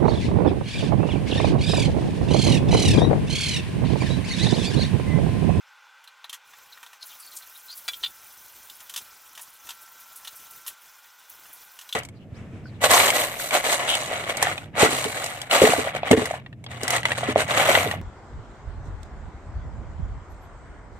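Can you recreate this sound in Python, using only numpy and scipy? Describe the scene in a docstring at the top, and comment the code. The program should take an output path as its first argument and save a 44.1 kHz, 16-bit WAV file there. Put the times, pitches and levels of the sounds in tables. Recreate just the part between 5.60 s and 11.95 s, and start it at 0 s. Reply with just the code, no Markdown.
"""Dishes clink and rebound in a steel kitchen sink and a pan is knocked, heard from across the room.
Each contact rings short, bright modes, knocks the hollow sink and cracks.
The tap opens, drums on the basin and sprays; water splashes and wet crockery squeaks.
Behind the washing up lie a steady hiss and a faint wandering whine."""
import sys
import numpy as np
from scipy import signal
from scipy.fft import rfft, irfft, next_fast_len
from scipy.io import wavfile
from scipy.ndimage import uniform_filter1d, map_coordinates

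SR = 44100
rng = np.random.default_rng(int(sys.argv[2]) if len(sys.argv) > 2 else 0)


def dump_mix(stems):
    """Bounce the given channels to the path in sys.argv[1] as a 16-bit WAV at rate SR."""
    frames = np.atleast_2d(stems).T  # one column per channel
    limited = np.clip(frames, -1, 1)  # hard clip at full scale
    pcm = np.round(limited * 32767).astype(np.int16)
    wavfile.write(sys.argv[1], SR, pcm)


N = 280035


def dishes():
    """Dishes clink against the sink and each other; a few rows are short ringing squeaks or scrapes."""
    # Each row: start in seconds, relative level in dB, knock and crack trims in dB,
    # favoured pitch in Hz, flight to the rebound in seconds.
    clinks = [(0.4396, -52, -22, 2, 2930, 0.0012), (0.475, -38, -17, -13.5, 4060, 0.0025),
              (0.6424, -27, -10, -20, 3870, 0), (0.6951, -26.5, -21, -10, 3200, 0.00059),
              (0.7283, -29, -10.5, -5.5, 3200, .012), (0.9348, -41, -0.5, -18, 3600, 0.00051),
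              (1.1738, -44, 0, -9, 3300, 0.000073), (1.2295, -42, 3.5, -2.5, 2660, 0),
              (1.2635, -39, -5, -7.5, 3840, 0.001), (1.3316, -52, 11, 3.5, 2670, 0.0011),
              (2.3331, -23.5, -36, -18, 3330, .0073), (2.4304, -28, -18, -14, 4000, 0),
              (2.4355, -12.5, -22, -30, 3090, 0), (2.4417, -15.5, -27, -27, 3860, .0045),
              (2.461, -16.5, -36, -30, 3420, 0), (3.0982, -33.5, -30, -7, 4230, 0.001),
              (3.2036, -52, 7, 10, 3790, 0.001), (3.2958, -36.5, -8, 1.5, 3170, 0),
              (3.339, -32.5, -9, -1.5, 3370, 0), (3.3613, -28, -10.5, 1.5, 3490, .014),
              (3.7515, -41, -24, -2, 2980, 0), (3.7758, -43.5, 3.5, 4, 2900, 0.018),
              (4.0689, -44, -2, 1, 2760, 0), (4.0902, -30, -8.5, -4, 3070, 0.015),
              (4.6478, -36, -10, -6, 3000, 0.0036), (4.6736, -28, -16.5, -9.5, 3870, .004),
              (5.0637, -37.5, -5, 2, 2930, 0.00084), (5.079, -27, -12.5, -6, 3020, 0.0011),
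              (6.1892, -35, -12, -4.5, 2920, .0226), (6.2901, -29, -18, -11.5, 4000, 0),
              (6.326, -15.5, -34, -17, 3330, 0.0004)]
    # Each row: mode in Hz, relative level in dB, unscaled t60 in seconds.
    modes = [(1457, -16, .08), (1902, -15, .04), (2345, -14, .04), (2770, -8, .05), (2940, -7, .06),
             (3196, -5, .06), (3365, -11, .05), (3541, 0, .075), (3758, -12, .05), (3990, -7, .06),
             (4170, -9, .05), (4750, -14, .05), (6120, -21, .05), (8830, -22, .06)]
    # The ring length follows how hard each blow cracks. Each row: crack trim in dB, factor on the decay times.
    decay_scale = [(-5, 0.61), (-6.5, 0.75)]
    return strikes(clinks + touches(), modes, decay_scale, ring_db=-3.5, knock_db=-2, crack_db=0,
                   knock_t60_s=0.083, crack_t60_s=0.092)


def touches(count=6, db=-50, knock_db=0.5, crack_db=-13):
    """Rows for faint random contacts while the dishes are handled."""
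    return [(.9 + 5.3 * when, db + 6 * (size - .5), knock_db, crack_db, 2700 + 1300 * pitch, 0)
            for when, size, pitch in rng.uniform(0, 1, (count, 3))]


def pan():
    """A pan is knocked and its metal rings briefly."""
    # Columns as for the clinks in dishes().
    clanks = [(2.2799, -18.5, -16, 0.5, 3600, 0), (2.2848, -17, -13.5, -1.5, 4600, 0.00025)]
    # Each row: mode in Hz, relative level in dB, unscaled t60 in seconds.
    modes = [(950, -26, 0.069), (1443, -8.5, 0.09), (1610, -13, 0.11), (1920, -3, 0.031),
             (2352, -1.5, 0.071), (2580, -3, 0.082), (3430, -1, 0.15), (3970, 1, 0.057), (4064, -6, .06),
             (4800, -18, .06), (4690, -6, 0.079), (6700, -11, .07), (6900, -21, 0.054), (7450, -11, 0.068)]
    return strikes(clanks, modes, decay_scale=[(0, 0.71)], ring_db=-5.5, knock_db=-1, crack_db=-11,
                   knock_t60_s=0.046, crack_t60_s=0.058)


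def strikes(blows, modes, decay_scale, ring_db, knock_db, crack_db, knock_t60_s, crack_t60_s):
    """Each contact rings the modes, chatters, knocks the sink and cracks; decay_scale cuts every t60."""
    # Contact noise spectra. Each row: frequency in Hz, relative density in dB.
    knock_spectrum = [(40, -43), (400, -33), (650, -10.5), (1000, 1.5), (1450, 4), (1900, -2.5),
                      (2600, 2.5), (4200, -20), (6000, -40)]
    crack_spectrum = [(400, -70), (1500, -34), (3000, 13), (4500, 3.5), (6000, 8), (9000, 4), (12000, 5.5),
                      (16000, -3.5)]
    # Hollow sink resonances. Each row: centre in Hz, width in Hz, lift in dB.
    hollow = [(668, 79, 8), (937, 75, 8), (1140, 90, 9), (1860, 155, 13)]
    out, t = np.zeros(N), np.arange(SR // 5) / SR
    hz, mode_db, t60_s = np.transpose(modes)
    for start_s, db, knock_trim, crack_trim, favoured_hz in rebounds(blows):
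        age = t / np.interp(crack_trim, *np.transpose(decay_scale))
        # The point of contact favours the modes near one pitch.
        lift_db = 12.5 * np.exp(-((hz - favoured_hz) / 170) ** 2)
        gains = amp(mode_db + rng.normal(0, 2, len(hz)) + lift_db)
        loaded_hz = hz * (1 + rng.normal(0, .003, len(hz)))
        phases = rng.uniform(0, 2 * np.pi, (len(hz), 1))
        partials = amp(-60 * age / t60_s[:, None]) * np.sin(2 * np.pi * loaded_hz[:, None] * t + phases)
        chatter = amp(-11 - 60 * age / .04) * band(rng.standard_normal(len(t)), favoured_hz, slope_db=50)
        ring = amp(ring_db) * (gains @ partials / np.linalg.norm(gains) + chatter)
        knock = coloured(rng.standard_normal(len(t)), knock_spectrum, hollow)
        knock *= amp(knock_trim + knock_db - 60 * age / knock_t60_s)
        crack = coloured(rng.standard_normal(len(t)), crack_spectrum)
        crack *= amp(crack_trim + crack_db - 60 * age / crack_t60_s)
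        attack = 1 - np.exp(-t / 0.00029)
        add(out, start_s, amp(db) * (ring + knock + crack) * attack)
    return out


def rebounds(blows, loss_db=2, min_flight_s=.002):
    """One contact per blow, then a weaker one if the object jumps for long enough."""
    for start_s, db, *timbre, flight_s in blows:
        yield start_s, db, *timbre
        if flight_s > min_flight_s:
            yield start_s + flight_s, db - loss_db, *timbre


def tap(drum_db=1.5, spray_db=-1, drops_db=-7, stream_db=-55):
    """The jet drums on the basin, rushes in its resonances and breaks into spray and drops."""
    # Jet on hands, dishes or steel. Each row: time in seconds, relative drum and spray levels in dB.
    flow = [(.82, -98, -78), (.91, -80, -59.5), (1.34, -82, -57.5), (1.39, -94, -72), (1.44, -78.5, -49.5),
            (2.08, -79, -51), (2.3, -72.5, -47.5), (2.55, -72.5, -50.5), (3.42, -74.5, -51),
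            (3.6, -75.5, -53.5), (4.85, -75.5, -50.5), (5.1, -71.5, -51), (5.16, -92, -60.5),
            (5.24, -77, -54.5), (5.36, -85, -56.5), (5.64, -86, -60), (5.72, -71.5, -51.5),
            (6.35, -82, -53.5)]
    # Each row: frequency in Hz, relative density in dB.
    drum_spectrum = [(13, -30), (22, -0.5), (74, -0.5), (179, -2.5), (450, -2), (580, -8.5), (990, -120)]
    stream_spectrum = [(100, -47), (300, -17.5), (600, -2.5), (1050, 2), (1900, -1), (2500, -4),
                       (3500, 1.5), (4600, -3), (6200, -2), (7500, -4.5), (10000, -14), (16000, -18)]
    spray_spectrum = [(1000, -73), (4000, -11), (7000, -2), (9000, -0.5), (11000, 1.5), (13000, 3),
                      (14800, 9.5), (16000, -2.5)]
    # Basin resonances. Each row: centre in Hz, width in Hz, lift in dB.
    basin = [(1036, 20, 8), (2405, 40, 9.5), (3610, 87, -5), (5230, 73, 9.5), (5650, 120, 6),
             (6080, 230, 6.5), (7370, 1000, 3)]
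    drum_level, spray_level = curves(flow)
    stream_level = stream_db + 0.46 * (spray_level - np.median(spray_level))  # more spray, more rush
    flutter = wobble(55)  # the jet breaks unevenly
    sway = wobble(18)  # hands move in and out of it
    drum = coloured(rng.standard_normal(N), drum_spectrum)
    drum *= amp(drum_level + drum_db + 2.5 * (sway + flutter))
    rush = spatter(coloured(droplets(spread_db=0.5, rate_hz=660), stream_spectrum, basin))
    fizz = spatter(coloured(droplets(spread_db=0.5, rate_hz=660), spray_spectrum))
    fizz += amp(drops_db) * drops()
    water = amp(stream_level) * rush + amp(spray_level + spray_db) * fizz
    return drum + amp(flutter + 0.65 * sway) * water


def spatter(x, patchy_db=2.5):
    """Drops light up small random patches of pitch and time."""
    spectrogram = signal.stft(x, nperseg=256)[2]
    patches = uniform_filter1d(rng.standard_normal(spectrogram.shape), size=7, axis=0)
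    patches = uniform_filter1d(patches, size=5, axis=1)
    return unit(signal.istft(spectrogram * amp(patchy_db * unit(patches)), nperseg=256)[1][:N])


def drops(count=420, t60_s=0.03):
    """Single drops tick on the steel at random, most weak, a few strong."""
    out, t = np.zeros(N), np.arange(SR // 40) / SR
    for when, pitch, size in rng.uniform(0, 1, (count, 3)):
        hz = 9000 + 6500 * pitch + 700 * wobble(1500, len(t))
        add(out, when * (N - 1) / SR, amp(13 * size ** 2 - 60 * t / t60_s) * sine(hz))
    return unit(out)


def droplets(spread_db, rate_hz, size=N):
    """Noise in tiny bursts of random strength."""
    return rng.standard_normal(size) * amp(spread_db * wobble(rate_hz, size))


def splashes(t60_s=0.087):
    """Water slaps off the dishes in short swells of droplets."""
    # Each row: peak time in seconds, peak level in dB, rise in seconds, centre in Hz.
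    slaps = [(1.47, -47, 0.019, 11000), (1.602, -42, 0.0065, 9800), (1.752, -41, .003, 12000),
             (1.769, -34, 0.0073, 8200), (1.98, -46.5, 0.017, 12100), (2.182, -39, 0.036, 12100),
             (3.03, -47, 0.0027, 9500), (3.82, -38.5, 0.0091, 10100), (4.223, -45.5, 0.018, 12130),
             (4.41, -47.5, .025, 12000), (4.562, -36, 0.0056, 10700), (4.763, -40.5, .01, 11700),
             (4.911, -45, 0.0065, 12100), (5.078, -30.5, 0.012, 11400), (5.697, -41.5, .003, 12690),
             (5.931, -41, .003, 12700)]
    out, t = np.zeros(N), np.arange(SR // 4) / SR
    for peak_s, db, rise_s, centre_hz in slaps:
        spray = band(droplets(spread_db=3.5, rate_hz=810, size=len(t)), centre_hz, slope_db=14)
        swell = np.minimum(t / rise_s, 1) * amp(-60 * np.maximum(t - rise_s, 0) / t60_s)
        add(out, peak_s - rise_s, amp(db) * swell * spray)
    return out


def squeaks(gain_db=-4, scrape_db=-1.5):
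    """Wet crockery squeaks, a broken glide inside a scrape; the one low row is a blip of the whine."""
    # Each row: start and length in seconds, start and end pitch in Hz, relative level in dB.
    glides = [(1.121, 0.019, 4250, 3680, -44.5), (1.408, 0.034, 4300, 4090, -40.5),
              (1.579, 0.058, 1260, 1200, -56), (1.593, 0.081, 4820, 4520, -50.5),
              (2.081, 0.033, 3960, 4170, -40.5), (2.101, 0.048, 4550, 4700, -39.5)]
    out, t = np.zeros(N), np.arange(SR // 8) / SR
    for start_s, length_s, start_hz, end_hz, db in glides + chirps():
        progress = np.minimum(t / length_s, 1)
        hz = start_hz + (end_hz - start_hz) * progress
        hz *= 1 + hz / 170000 * wobble(400, len(t))  # higher notes jitter more
        note = unit(sine(hz) * wobble(298, len(t)))
        scrape = band(droplets(spread_db=4.5, rate_hz=223, size=len(t)), start_hz, slope_db=24)
        envelope = amp(db + gain_db) * np.sin(np.pi * progress)
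        add(out, start_s, envelope * (note + amp(scrape_db) * scrape))
    return out


def chirps(count=6, db=-48, start_s=1.45, end_s=2.05, low_hz=3000, high_hz=4400, glide_hz=350):
    """Rows for faint, short random squeaks under the scrubbing hand."""
    rows = []
    for when, pitch, glide in rng.uniform(0, 1, (count, 3)):
        hz = low_hz + (high_hz - low_hz) * pitch
        rows.append((start_s + (end_s - start_s) * when, .03, hz, hz + glide_hz * (2 * glide - 1), db))
    return rows


def reflections(x, t60_s=.07):
    """Hard walls and worktops answer with a short, dense tail."""
    t = np.arange(SR // 4) / SR
    tail = rng.standard_normal(len(t)) * amp(-60 * t / t60_s) * (t > .002)
    return signal.fftconvolve(x, tail / np.linalg.norm(tail))[:N]


def hiss(gain_db=-1):
    """Steady airy noise with hollow resonances."""
    # Each row: frequency in Hz, relative density in dB.
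    spectrum = [(15, -70), (25, -49), (278, -47.5), (529, -19.5), (709, -24.5), (811, -7.5), (1280, -9),
                (1540, -6), (1720, -14.5), (2020, -14.5), (2560, -11.5), (3090, -13.5), (3440, -16.5),
                (4260, -19.5), (8000, -33), (15000, -39)]
    # Each row: centre in Hz, width in Hz, lift in dB.
    resonances = [(842, 25, 4.3), (1054, 19, 1), (1432, 103, 6.1), (1545, 20, 11), (1974, 200, 5.2),
                  (2410, 80, 6.2), (3460, 52, 9.8), (5210, 120, 5.6), (5990, 42, 5.4), (7210, 46, 2.4)]
    # Each row: time in seconds, relative level in dB.
    levels = [(0, -53.5), (1.15, -55), (2.3, -58), (6.35, -56.5)]
    level_db, = curves(levels)
    return amp(level_db + gain_db) * coloured(rng.standard_normal(N), spectrum, resonances)


def whine(base_db=-68, fade_s=0.33):
    """A thin tone fades in, wanders in pitch and swells as it passes a resonance."""
    # Each row: time in seconds, pitch in Hz.
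    pitches = [(1.15, 1400), (1.65, 1184), (2.0, 1417), (2.15, 1430), (2.42, 1335), (2.6, 1335),
               (2.8, 1480), (3.05, 1545), (3.55, 1324), (3.85, 1300), (4.1, 1352), (4.42, 1357),
               (4.8, 1343), (5.08, 1357), (5.4, 1418), (6.35, 1458)]
    hz, = curves(pitches)
    swell_db = resonance_db(hz, centre_hz=1350, width_hz=31, lift_db=8.6)
    fade_in = np.clip((np.arange(N) / SR - pitches[0][0]) / fade_s, 0, 1)
    tone = unit(sine(hz + 4 * wobble(60)))
    return fade_in * amp(base_db + swell_db + 0.75 * wobble(15)) * tone


def amp(db):
    """Decibels to gain."""
    return 10 ** (np.asarray(db) / 20)


def unit(x):
    """Scale to rms 1."""
    return x / np.sqrt(np.mean(x ** 2) + 1e-20)


def sine(hz):
    """Sine following one frequency per sample."""
    return np.sin(2 * np.pi * np.cumsum(hz) / SR)


def along(points, hz):
    """Read (Hz, value) points on a log axis."""
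    knots_hz, values = np.transpose(points)
    return np.interp(np.log(hz + 1), np.log(knots_hz + 1), values)


def curves(rows):
    """One value per sample for each column after the time."""
    times_s, *columns = np.transpose(rows)
    return [np.interp(np.arange(N) / SR, times_s, column) for column in columns]


def wobble(rate_hz, size=N):
    """Smooth random curve, rate_hz knots a second."""
    knots = rng.standard_normal(size // 20 + 4)
    return map_coordinates(knots, [np.arange(size) * rate_hz / SR], mode="mirror")


def filtered(x, response):
    """Apply a gain given as a function of Hz."""
    size = x.shape[-1]
    padded = next_fast_len(size + 8192)
    return irfft(rfft(x, padded) * response(np.fft.rfftfreq(padded, 1 / SR)), padded)[..., :size]


def resonance_db(hz, centre_hz, width_hz, lift_db):
    """Bell-shaped lift around a resonance."""
    return lift_db / (1 + (2 * (hz - centre_hz) / width_hz) ** 2)


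def coloured(x, spectrum, peaks=()):
    """Shape by a spectrum and resonances, at rms 1."""
    lift_db = lambda hz: sum(resonance_db(hz, *peak) for peak in peaks)
    return unit(filtered(x, lambda hz: amp(along(spectrum, hz) + lift_db(hz))))


def band(x, centre_hz, slope_db):
    """Band-pass falling slope_db an octave on both sides, at rms 1."""
    return unit(filtered(x, lambda hz: amp(-slope_db * np.abs(np.log2((hz + 1) / centre_hz)))))


def add(track, start_s, sound):
    """Mix a sound into the track."""
    start = max(round(start_s * SR), 0)
    part = track[start:start + len(sound)]
    part += sound[:len(part)]


def scene():
    """All stands straight ahead; reflections and a diffuse, mostly low rush differ between the ears."""
    # Diffuse share of tap and background. Each row: frequency in Hz, side level in dB re mid.
    width = [(60, -11.5), (250, -12), (600, -12.5), (1000, -38.5), (4000, -34.5), (15000, -44)]
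    handling = dishes() + pan() + squeaks() + splashes()
    room = reflections(handling)
    mid = handling + amp(-7.5) * room + tap() + hiss() + whine()
    diffuse = filtered(tap() + hiss() + whine(), lambda hz: amp(along(width, hz)))
    side = amp(-30) * room + diffuse
    return np.array([mid + side, mid - side])


def record(dry, top_hz=16100):
    """Brick-wall low-pass."""
    return filtered(dry, lambda hz: hz < top_hz)


dry = scene()
out = record(dry)
dump_mix(out)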